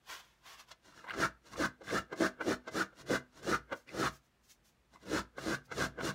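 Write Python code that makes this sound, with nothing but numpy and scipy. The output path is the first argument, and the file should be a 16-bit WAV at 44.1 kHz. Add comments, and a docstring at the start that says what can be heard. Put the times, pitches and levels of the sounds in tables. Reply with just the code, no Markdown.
"""A small, quiet workshop: a thumb plane shaves the spruce top of a violin that lies on a padded bench.
A hand first sweeps the shavings off. Then the plane, often set down with a tap, slides with a hiss stroke by stroke.
Uneven slips of its blade make a low judder; snapping fibres and a ragged squeak make the dry rasp that follows.
Resonances of the plane and the wooden box ring along, and a short room tail and faint air noise lie behind."""
import sys
import numpy as np
from scipy import signal
from scipy.fft import rfft, irfft, next_fast_len
from scipy.io import wavfile
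from scipy.ndimage import uniform_filter1d, map_coordinates

SR = 44100
rng = np.random.default_rng(int(sys.argv[2]) if len(sys.argv) > 2 else 0)


def output_pcm(signal):
    """Save a mono or channel-first signal as 16-bit PCM at the path in sys.argv[1].

    Samples are clipped to [-1, 1] before scaling.
    """
    pcm = np.clip(np.atleast_2d(signal).T, -1, 1) * 32767
    wavfile.write(sys.argv[1], SR, np.round(pcm).astype(np.int16))


N = 270774

# All levels in the tables are relative: the functions below still scale or filter them.

# Strokes of the plane. Each row: moment the blade bites in seconds, run-up of the sole in seconds,
# lead-in of the blade in seconds, length of the judder in seconds, length of the cut in seconds,
# hiss at first touch in dB, hiss in the cut in dB, judder in dB, rasp in dB, thud in dB,
# base slip rate in Hz, base rasp pitch in Hz (both glide around these values).
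STROKES = [(1.197, 0.078, .06, 0.034, 0.057, -71, -42, -38, -30, -47, 360.3, 1380),
           (1.602, 0.034, 0.033, 0.034, .054, -53.5, -43.5, -34.5, -33, -48.5, 402, 1390),
           (1.931, 0.093, 0.024, 0.028, .055, -62.5, -43.5, -34, -34.5, -47.5, 440.4, 1380),
           (2.207, 0.047, 0.014, .03, .06, -62, -42.5, -29.5, -33.5, -60, 311.4, 1490),
           (2.479, 0.063, 0.032, 0.039, 0.053, -64, -44, -31, -37, -51, 380.3, 1620),
           (2.755, 0.042, 0.017, 0.058, .066, -61, -43.5, -38.5, -32, -51.5, 429, 1380),
           (3.106, 0.042, 0.02, 0.03, 0.055, -60, -42.5, -31.5, -34, -48, 370.5, 1500),
           (3.485, 0.055, 0.044, .048, 0.067, -57, -43.5, -35, -32.5, -48.5, 378.5, 1430),
           (3.995, 0.12, 0.072, 0.047, .08, -70.5, -43, -38, -32.5, -44.5, 350.2, 1199),
           (5.128, 0.073, 0.049, 0.039, 0.064, -62.5, -42.5, -34, -35, -45.5, 301.7, 1390),
           (5.468, 0.093, 0.038, 0.07, 0.08, -58.5, -45, -38, -36, -47.5, 329.8, 1420),
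           (5.783, .06, 0.01, 0.026, 0.071, -63, -42, -35, -38, -44, 461.5, 1520),
           (6.036, 0.034, 0.054, 0.077, 0.062, -64, -43, -41, -40, -47, 368.8, 1300)]
# Stages of a cut. Each list: level in dB at the first graze, lead-in, bite, turn from judder to rasp,
# blade leaving, chip breaking off, and end.
JUDDER_STAGES_DB = [-31.5, -17.5, 2, -2, -10.5, -22.5, -40]
RASP_STAGES_DB = [-38, -30.5, -13, 0.5, 1, -5.5, -52]
# The plane is set down, or once (at 2.925 seconds) drags dully.
# Each row: start in seconds (the contact peaks slightly later), hollow knock in dB, clack in dB,
# gritty tick in dB.
CONTACTS = [(0.711, -87, -54, -54), (1.039, -62, -55.5, -69), (1.135, -52, -43, -55),
            (1.813, -48, -58.5, -68), (2.124, -39, -42.5, -57.5), (2.408, -40, -36, -61),
            (2.676, -43.5, -43.5, -54.5), (2.925, -62, -65.5, -85), (3.722, -37, -36.5, -55.5),
            (5.38, -42, -45, -61), (5.716, -44.5, -41, -53.5), (5.984, -41, -47, -67.5),
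            (6.004, -53, -40, -58)]
# The sole drags lightly as it is drawn back and lined up.
# Each row: start in seconds, rise in seconds, hold in seconds, fall in seconds, level in dB.
DRAGS = [(.855, 0.037, 0.037, 0.11, -64.5), (.965, 0.05, 0.026, 0.11, -62.5),
         (1.466, 0.035, .008, .07, -60.5), (1.53, 0.045, .008, 0.033, -55),
         (2.995, 0.048, 0.021, .027, -56), (3.375, 0.063, .015, 0.068, -60.5),
         (4.94, .03, 0.0053, 0.047, -65.5), (5.032, 0.046, 0.0068, .025, -63.5)]
# The sole scuffs while it feels for its line.
# Each row: start in seconds, length in seconds, average pitch in Hz, level in dB.
SCUFFS = [(0.872, 0.025, 360, -70), (0.926, 0.019, 1337, -60), (0.978, 0.036, 1438, -57.5),
          (1.046, .08, 960, -52), (1.087, 0.029, 1550, -39), (1.546, 0.016, 944, -46.5),
          (1.882, 0.029, 1547, -42), (3.888, 0.019, 2130, -54), (3.945, 0.02, 526, -43.5),
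          (4.942, 0.035, 960, -59.5)]
# The hand sweeps over the plate.
# Each row: start in seconds, rise in seconds, hold in seconds, fall in seconds, level in dB.
SWEEPS = [(.1, 0.041, 0.041, 0.099, -44.5), (.2, 0.044, 0.0056, 0.022, -54.5), (.24, .04, 0.043, 0.25, -68),
          (.465, .04, 0.075, 0.061, -52.5), (.6, .04, 0.0064, 0.039, -50),
          (.69, 0.023, 0.0034, 0.021, -57.5), (.716, .012, .004, 0.015, -53.5)]
# Loose shavings rustle as the plane is lifted and cleared.
# Each row: start in seconds, rise in seconds, hold in seconds, fall in seconds, level in dB.
RUSTLES = [(3.765, 0.053, 0.011, 0.074, -64), (4.13, .05, 0.035, 0.036, -63.5),
           (4.245, 0.051, 0.019, 0.044, -78), (4.447, 0.031, .008, 0.065, -71.5),
           (4.503, 0.037, 0.018, 0.036, -60), (4.65, 0.017, 0.044, 0.042, -70.5),
           (5.657, .02, .005, 0.023, -68)]

# Resonances of the plane and the plate under it. 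Each row: frequency in Hz, width in Hz, level in dB.
BLADE_MODES = [(2042, 35, -1.5), (2833, 63, 2.5), (3496, 120, -3.5), (4096, 280, -4.5), (5580, 340, -7.5),
               (5900, 230, -36), (8700, 310, -14)]
# Resonances of the violin box on its pad. Each row: frequency in Hz, width in Hz, level in dB.
BOX_MODES = [(58.6, 3.9, 1.5), (98.6, 12, -2.5), (141.2, 8.9, -2), (193, 23, 3), (248.7, 6.3, -3.5),
             (323.5, 15, -1), (478.6, 44, -3), (645, 22, -0.5), (950, 18, -27), (1096, 14, -16),
             (1347, 15, -8), (1480, 28, -10.5), (1570, 60, -16)]

# Colours: how strong each noise is from bass to treble. Each row: frequency in Hz, level in dB.
# First the cut: low judder, tearing fibres, the violin rocking on its pad, the sliding sole.
JUDDER_COLOUR = [(50, -19), (120, -10.5), (200, -0.5), (330, 2.5), (480, 1.5), (630, -6), (800, -14.5),
                 (1500, -22), (4000, -35), (15000, -65)]
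RASP_COLOUR = [(60, -31), (230, -3.5), (560, -12.5), (800, -11), (1000, -3), (1350, 1.5), (1630, 6),
               (1900, -9), (2400, -13), (3300, -28), (6000, -39.5)]
THUD_COLOUR = [(25, -41.5), (45, -25), (59, 8), (75, -4.5), (100, 0), (120, 1), (141, 5.5), (170, -8),
               (300, -15), (1000, -70.5)]
HISS_COLOUR = [(80, 2), (300, 8.5), (550, 3.5), (800, 4.5), (1550, 6.5), (2400, -3.5), (4000, -1.5),
               (6300, -2.5), (7200, -4), (7900, -10), (9000, -10), (11000, -15), (13000, -18), (16000, -20)]
# Colours of a contact, same columns: hollow knock, clack, gritty tick.
KNOCK_COLOUR = [(60, -26.5), (200, -7.5), (270, -1), (370, -2), (460, 7), (640, -3), (900, -7.5),
                (3000, -80)]
CLACK_COLOUR = [(300, -20.5), (700, -6.5), (950, -3), (1200, -1.5), (1600, 4.5), (1850, -17.5), (2100, -4),
                (2500, -19), (3300, -19), (5000, -50), (10000, -43)]
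TICK_COLOUR = [(1000, -22.5), (2700, 6), (4200, 7), (5500, 3), (7000, 2), (10000, -15.5), (16000, -26.5)]
# Colours of the rest, same columns: sweeping palm, dry curls of wood, faint air noise.
PALM_COLOUR = [(150, -21), (250, -23), (335, -18), (442, -13.5), (583, -14.5), (1070, -3), (1250, -8),
               (1460, -5.5), (2360, -11.5), (3330, -8), (3890, -13), (6000, -13.5), (8470, -23.5),
               (15500, -26.5)]
CURLS_COLOUR = [(700, -11), (1800, -0.5), (4000, 1.5), (6200, 5.5), (9000, -4.5), (15000, -4.5)]
AIR_COLOUR = [(15, -24), (25, -30), (37, -6), (59, 2), (82, -14.5), (129, -7), (164, -12), (246, -9.5),
              (281, -18), (331, -12), (389, -17), (457, -17.5), (1850, -21.5), (15500, -41.5)]

# a rise or fall time in the tables covers this many dB
FADE_DB = 20
# the hiss fades in before the touch, is full shortly after the bite, and dies as the plane lifts
TOUCH_S, FULL_AFTER_BITE_S, LIFT_DB_PER_S = 0.011, 0.011, 580
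# graze before the lead-in; chip breaking and silence after the blade leaves
GRAZE_S, BREAK_S, SETTLE_S = 0.058, 0.0067, 0.068
# air noise before the recorder's filters, and the recorder's upper limit
AIR_DB, TOP_HZ = -72, 15750

# time axis in seconds and frequency axis in Hz
T = np.arange(N) / SR
SIZE = next_fast_len(N + SR)
FREQ = np.maximum(np.arange(SIZE // 2 + 1) * SR / SIZE, 1)


def undb(db):
    """Turn decibels into gain."""
    return 10 ** (np.asarray(db) / 20)


def unit(x):
    """Scale to an rms (average strength) of 1."""
    return x / np.sqrt(np.mean(x ** 2))


def noise():
    """White noise: all frequencies equally strong, rms about 1."""
    return rng.standard_normal(N)


def swell(times, dbs):
    """Gain through points in seconds and dB, practically silent outside them."""
    return undb(np.interp(T, times, dbs, left=-200, right=-200))


def gestures(rows):
    """Gain of light movements that each rise, hold and fall."""
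    power = 0
    for start, rise, hold, fall, db in rows:
        before = np.maximum(start - T, 0) / rise
        after = np.maximum(T - start - hold, 0) / fall
        level_db = db - FADE_DB * np.minimum(before + after, 10)
        power = power + undb(level_db) ** 2
    return np.sqrt(power)


def colour(points):
    """Frequency response through points in Hz and dB that never sounds ahead of its input."""
    hz, db = np.transpose(points)
    smooth_db = np.interp(np.log(FREQ), np.log(hz), db)
    # folding the cepstrum (spectrum of the log spectrum) gives minimum phase
    cepstrum = irfft(np.log(undb(smooth_db)), SIZE)
    cepstrum[1:SIZE // 2] *= 2
    cepstrum[SIZE // 2 + 1:] = 0
    return np.exp(rfft(cepstrum))


def modes(rows):
    """Frequency response of resonances; a narrower one rings longer."""
    response = 0
    for hz, width, db in rows:
        response = response + undb(db) / (1 + 1j * (FREQ ** 2 - hz ** 2) / (FREQ * width))
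    return response


def through(x, response):
    """Filter by a frequency response."""
    return irfft(rfft(x, SIZE) * response, SIZE)[:N]


def ring(x, response):
    """Filter by a response scaled to keep the power of white noise."""
    return through(x, response / np.sqrt(np.mean(np.abs(response) ** 2)))


def fibres(per_s, spread_db):
    """Dense clicks of snapping wood fibres, at random moments and uneven in size."""
    size = undb(spread_db * np.clip(noise(), -2, 2))
    snaps = rng.random(N) < per_s / SR
    return unit(snaps * size * np.sign(noise()))


def steady(x, span_s):
    """Even out the power over span_s seconds: the hand pushes with a steady force."""
    return x / np.sqrt(uniform_filter1d(x ** 2, int(span_s * SR)) + 1e-12)


def stick_slip(hz, jitter, spread_db):
    """The blade sticks and slips: uneven clicks, and the phase from 0 to 1 between two slips."""
    wander = unit(uniform_filter1d(noise(), size=130))
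    turns = np.cumsum(hz * np.exp(jitter * wander)) / SR
    # one click per whole turn
    slips = np.diff(np.floor(turns), prepend=0) * undb(spread_db * noise())
    without_drift = slips - uniform_filter1d(slips, size=600)
    return without_drift, turns % 1


def squeak(hz, jitter, flutter_db, octave_db):
    """Fast, ragged stick-slip: a tone and its second harmonic, wavering so quickly that they rasp."""
    wander = unit(uniform_filter1d(noise(), size=70))
    angle = 2 * np.pi * np.cumsum(hz * np.exp(jitter * wander)) / SR
    strength = undb(flutter_db * unit(uniform_filter1d(noise(), size=110)))
    tone = np.sin(angle) + undb(octave_db) * np.sin(2 * angle)
    return unit(strength * tone)


def cutting():
    """Each stroke: the blade judders ever more slowly as it digs in, then tears fibres until it leaves the wood."""
    judder_gain, rasp_gain, thud_gain = 0, 0, 0
    times, rates, pitches = [], [], []
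    for bite, _, lead, judder_s, cut_s, _, _, judder_db, rasp_db, thud_db, slip_hz, rasp_hz in STROKES:
        leave = bite + cut_s
        moments = np.sort([bite - lead - GRAZE_S, bite - lead, bite, bite + judder_s,
                           leave, leave + BREAK_S, leave + SETTLE_S])
        judder_gain = judder_gain + swell(moments, judder_db + np.array(JUDDER_STAGES_DB))
        rasp_gain = rasp_gain + swell(moments, rasp_db + np.array(RASP_STAGES_DB))
        thud_times = [bite - .12, bite, leave, leave + 0.1]
        thud_gain = thud_gain + swell(thud_times, thud_db + np.array([-25.5, -3.0, 0, -28.5]))
        # slips and squeak both slow down during the cut
        times += [bite - .02, leave]
        rates += [slip_hz * 1.02, slip_hz * .66]
        pitches += [rasp_hz * 1.16, rasp_hz * .95]

    slips, phase = stick_slip(np.interp(T, times, rates), jitter=.32, spread_db=5.0)
    judder = steady(ring(slips, colour(JUDDER_COLOUR)), span_s=0.014)

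    # fibres snap hardest just after a slip
    release = unit(np.exp(-phase / 1.17))
    snapping = fibres(per_s=3500, spread_db=1) * release
    tearing = steady(ring(snapping, colour(RASP_COLOUR)), span_s=0.01)
    blade_squeak = squeak(np.interp(T, times, pitches), jitter=.13, flutter_db=0.5, octave_db=-30.5)
    rasp = undb(-0.95) * tearing + undb(-3.5) * blade_squeak

    # the push of the blade rocks the violin on its pad
    thud = steady(ring(noise(), colour(THUD_COLOUR)), span_s=0.06)
    cut = undb(-0.22) * judder * judder_gain + rasp * rasp_gain + undb(-1.5) * thud * thud_gain
    return cut, release


def sliding(release):
    """The sole rubs and the shaving curls out: a fine, grainy hiss that throbs with the slips."""
    gain = gestures(DRAGS)
    for bite, run_up, _, _, cut_s, touch_db, hiss_db, *_ in STROKES:
        touch, leave = bite - run_up, bite + cut_s
        pressing_db = np.interp(T, [touch, bite + FULL_AFTER_BITE_S], [touch_db, hiss_db])
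        fade_in_db = FADE_DB * np.maximum(touch - T, 0) / TOUCH_S
        lift_db = LIFT_DB_PER_S * np.maximum(T - leave, 0)
        fading_db = np.minimum(fade_in_db + lift_db, 10 * FADE_DB)
        gain = np.hypot(gain, undb(pressing_db - fading_db))
    grains = fibres(per_s=11000, spread_db=4.0) * release + undb(-4.5) * noise()
    return undb(4.0) * ring(unit(grains), colour(HISS_COLOUR)) * gain


def touching(peak_s, rise_s, fall_s, graze_s, graze_db):
    """The curved sole grazes, then lands (or once drags dully) in a short rattle of knock, clack and tick."""
    gains = 0
    for start, *dbs in CONTACTS:
        age = T - start - peak_s
        before, after = np.clip(-age, 0, 1), np.clip(age, 0, 1)
        approach = np.exp(-before / rise_s)
        graze = undb(graze_db) * np.exp(-before / graze_s)
        contact = np.maximum(approach, graze) * np.exp(-after / fall_s)
        gains = gains + np.outer(undb(dbs), contact)
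    knock_gain, clack_gain, tick_gain = gains
    knock = steady(ring(fibres(per_s=1600, spread_db=2.0), colour(KNOCK_COLOUR)), span_s=0.018)
    clack = steady(ring(fibres(per_s=3300, spread_db=5), colour(CLACK_COLOUR)), span_s=0.012)
    tick = ring(fibres(per_s=14000, spread_db=3.5), colour(TICK_COLOUR))
    return undb(2.5) * knock * knock_gain + undb(4.5) * clack * clack_gain + undb(3.0) * tick * tick_gain


def scuffing(rise_s, fall_s):
    """Brief, rough squeaks as the sole sticks and slips on the bare wood."""
    scuffs = 0
    for start, length, hz, db in SCUFFS:
        tone = squeak(hz, jitter=0.14, flutter_db=5.5, octave_db=-12)
        scuffs = scuffs + tone * gestures([(start, rise_s, length, fall_s, db)])
    return scuffs


def sweeping():
    """Skin and loose shavings brush over the bare wood: very many small clicks."""
    brushing = fibres(per_s=20000, spread_db=3.0) * gestures(SWEEPS)
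    return undb(-2.0) * ring(brushing, colour(PALM_COLOUR))


def rustling():
    """Dry curls of wood crinkle against the fingers: many small, bright clicks."""
    crinkle = fibres(per_s=14000, spread_db=1.0) * gestures(RUSTLES)
    return ring(crinkle, colour(CURLS_COLOUR))


def hand_echo(x, lag_s, sway_s, db):
    """The hand throws the treble back a moment later; the lag changes as it moves, so the colour shifts."""
    spots = np.linspace(0, T[-1], num=60)
    sway = np.interp(T, spots, rng.uniform(-0.97, 1, len(spots)))
    lag = lag_s + sway_s * sway
    treble = signal.sosfilt(signal.butter(2, 900, "highpass", fs=SR, output="sos"), x)
    return x + undb(db) * map_coordinates(treble, [np.arange(N) - lag * SR], order=3)


def workshop(x, t60_dull, t60_bright, wet_db):
    """A short room tail whose treble dies first; a t60 is the seconds taken to fall by 60 dB."""
    age = T[:SR // 2]
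    dull = through(noise(), 1 / (1 + 1j * FREQ / 4200) ** 2)[:len(age)]
    bright = through(noise(), 1 / (1 + 1j * FREQ / 7000))[:len(age)]
    tail = dull * undb(-60 * age / t60_dull) + undb(1.0) * bright * undb(-60 * age / t60_bright)
    # the tail starts after 4 ms
    tail = tail * (age > .004)
    return x + undb(wet_db) * signal.fftconvolve(x, tail)[:N] / np.sqrt(np.sum(tail ** 2))


def air():
    """Faint, steady air noise, mostly low."""
    return undb(AIR_DB) * unit(ring(noise(), colour(AIR_COLOUR)))


def scene():
    """The plane drives its own resonances and the violin box; the room adds a tail and faint air noise."""
    cut, release = cutting()
    plane = cut + sliding(release)
    plane = plane + touching(peak_s=0.0056, rise_s=0.007, fall_s=0.0094, graze_s=0.016, graze_db=-11.5)
    plane = plane + undb(-0.5) * scuffing(rise_s=0.022, fall_s=0.0097)
    # the 1 is the direct sound of the plane
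    body = 1 + undb(1.0) * modes(BLADE_MODES) + undb(1.5) * modes(BOX_MODES)
    wood = undb(-2.5) * through(plane, body)
    near = hand_echo(wood + sweeping() + rustling(), lag_s=.002, sway_s=0.00053, db=-7.5)
    room = workshop(near, t60_dull=0.22, t60_bright=0.065, wet_db=-19.0)
    # one row: a single channel
    return (room + air())[None]


def record(dry):
    """The microphone loses the deepest bass and the recorder cuts the top."""
    lean = signal.sosfilt(signal.butter(2, 36, "highpass", fs=SR, output="sos"), dry)
    return signal.sosfilt(signal.ellip(12, .1, 70, TOP_HZ, fs=SR, output="sos"), lean)


dry = scene()
out = record(dry)
output_pcm(out)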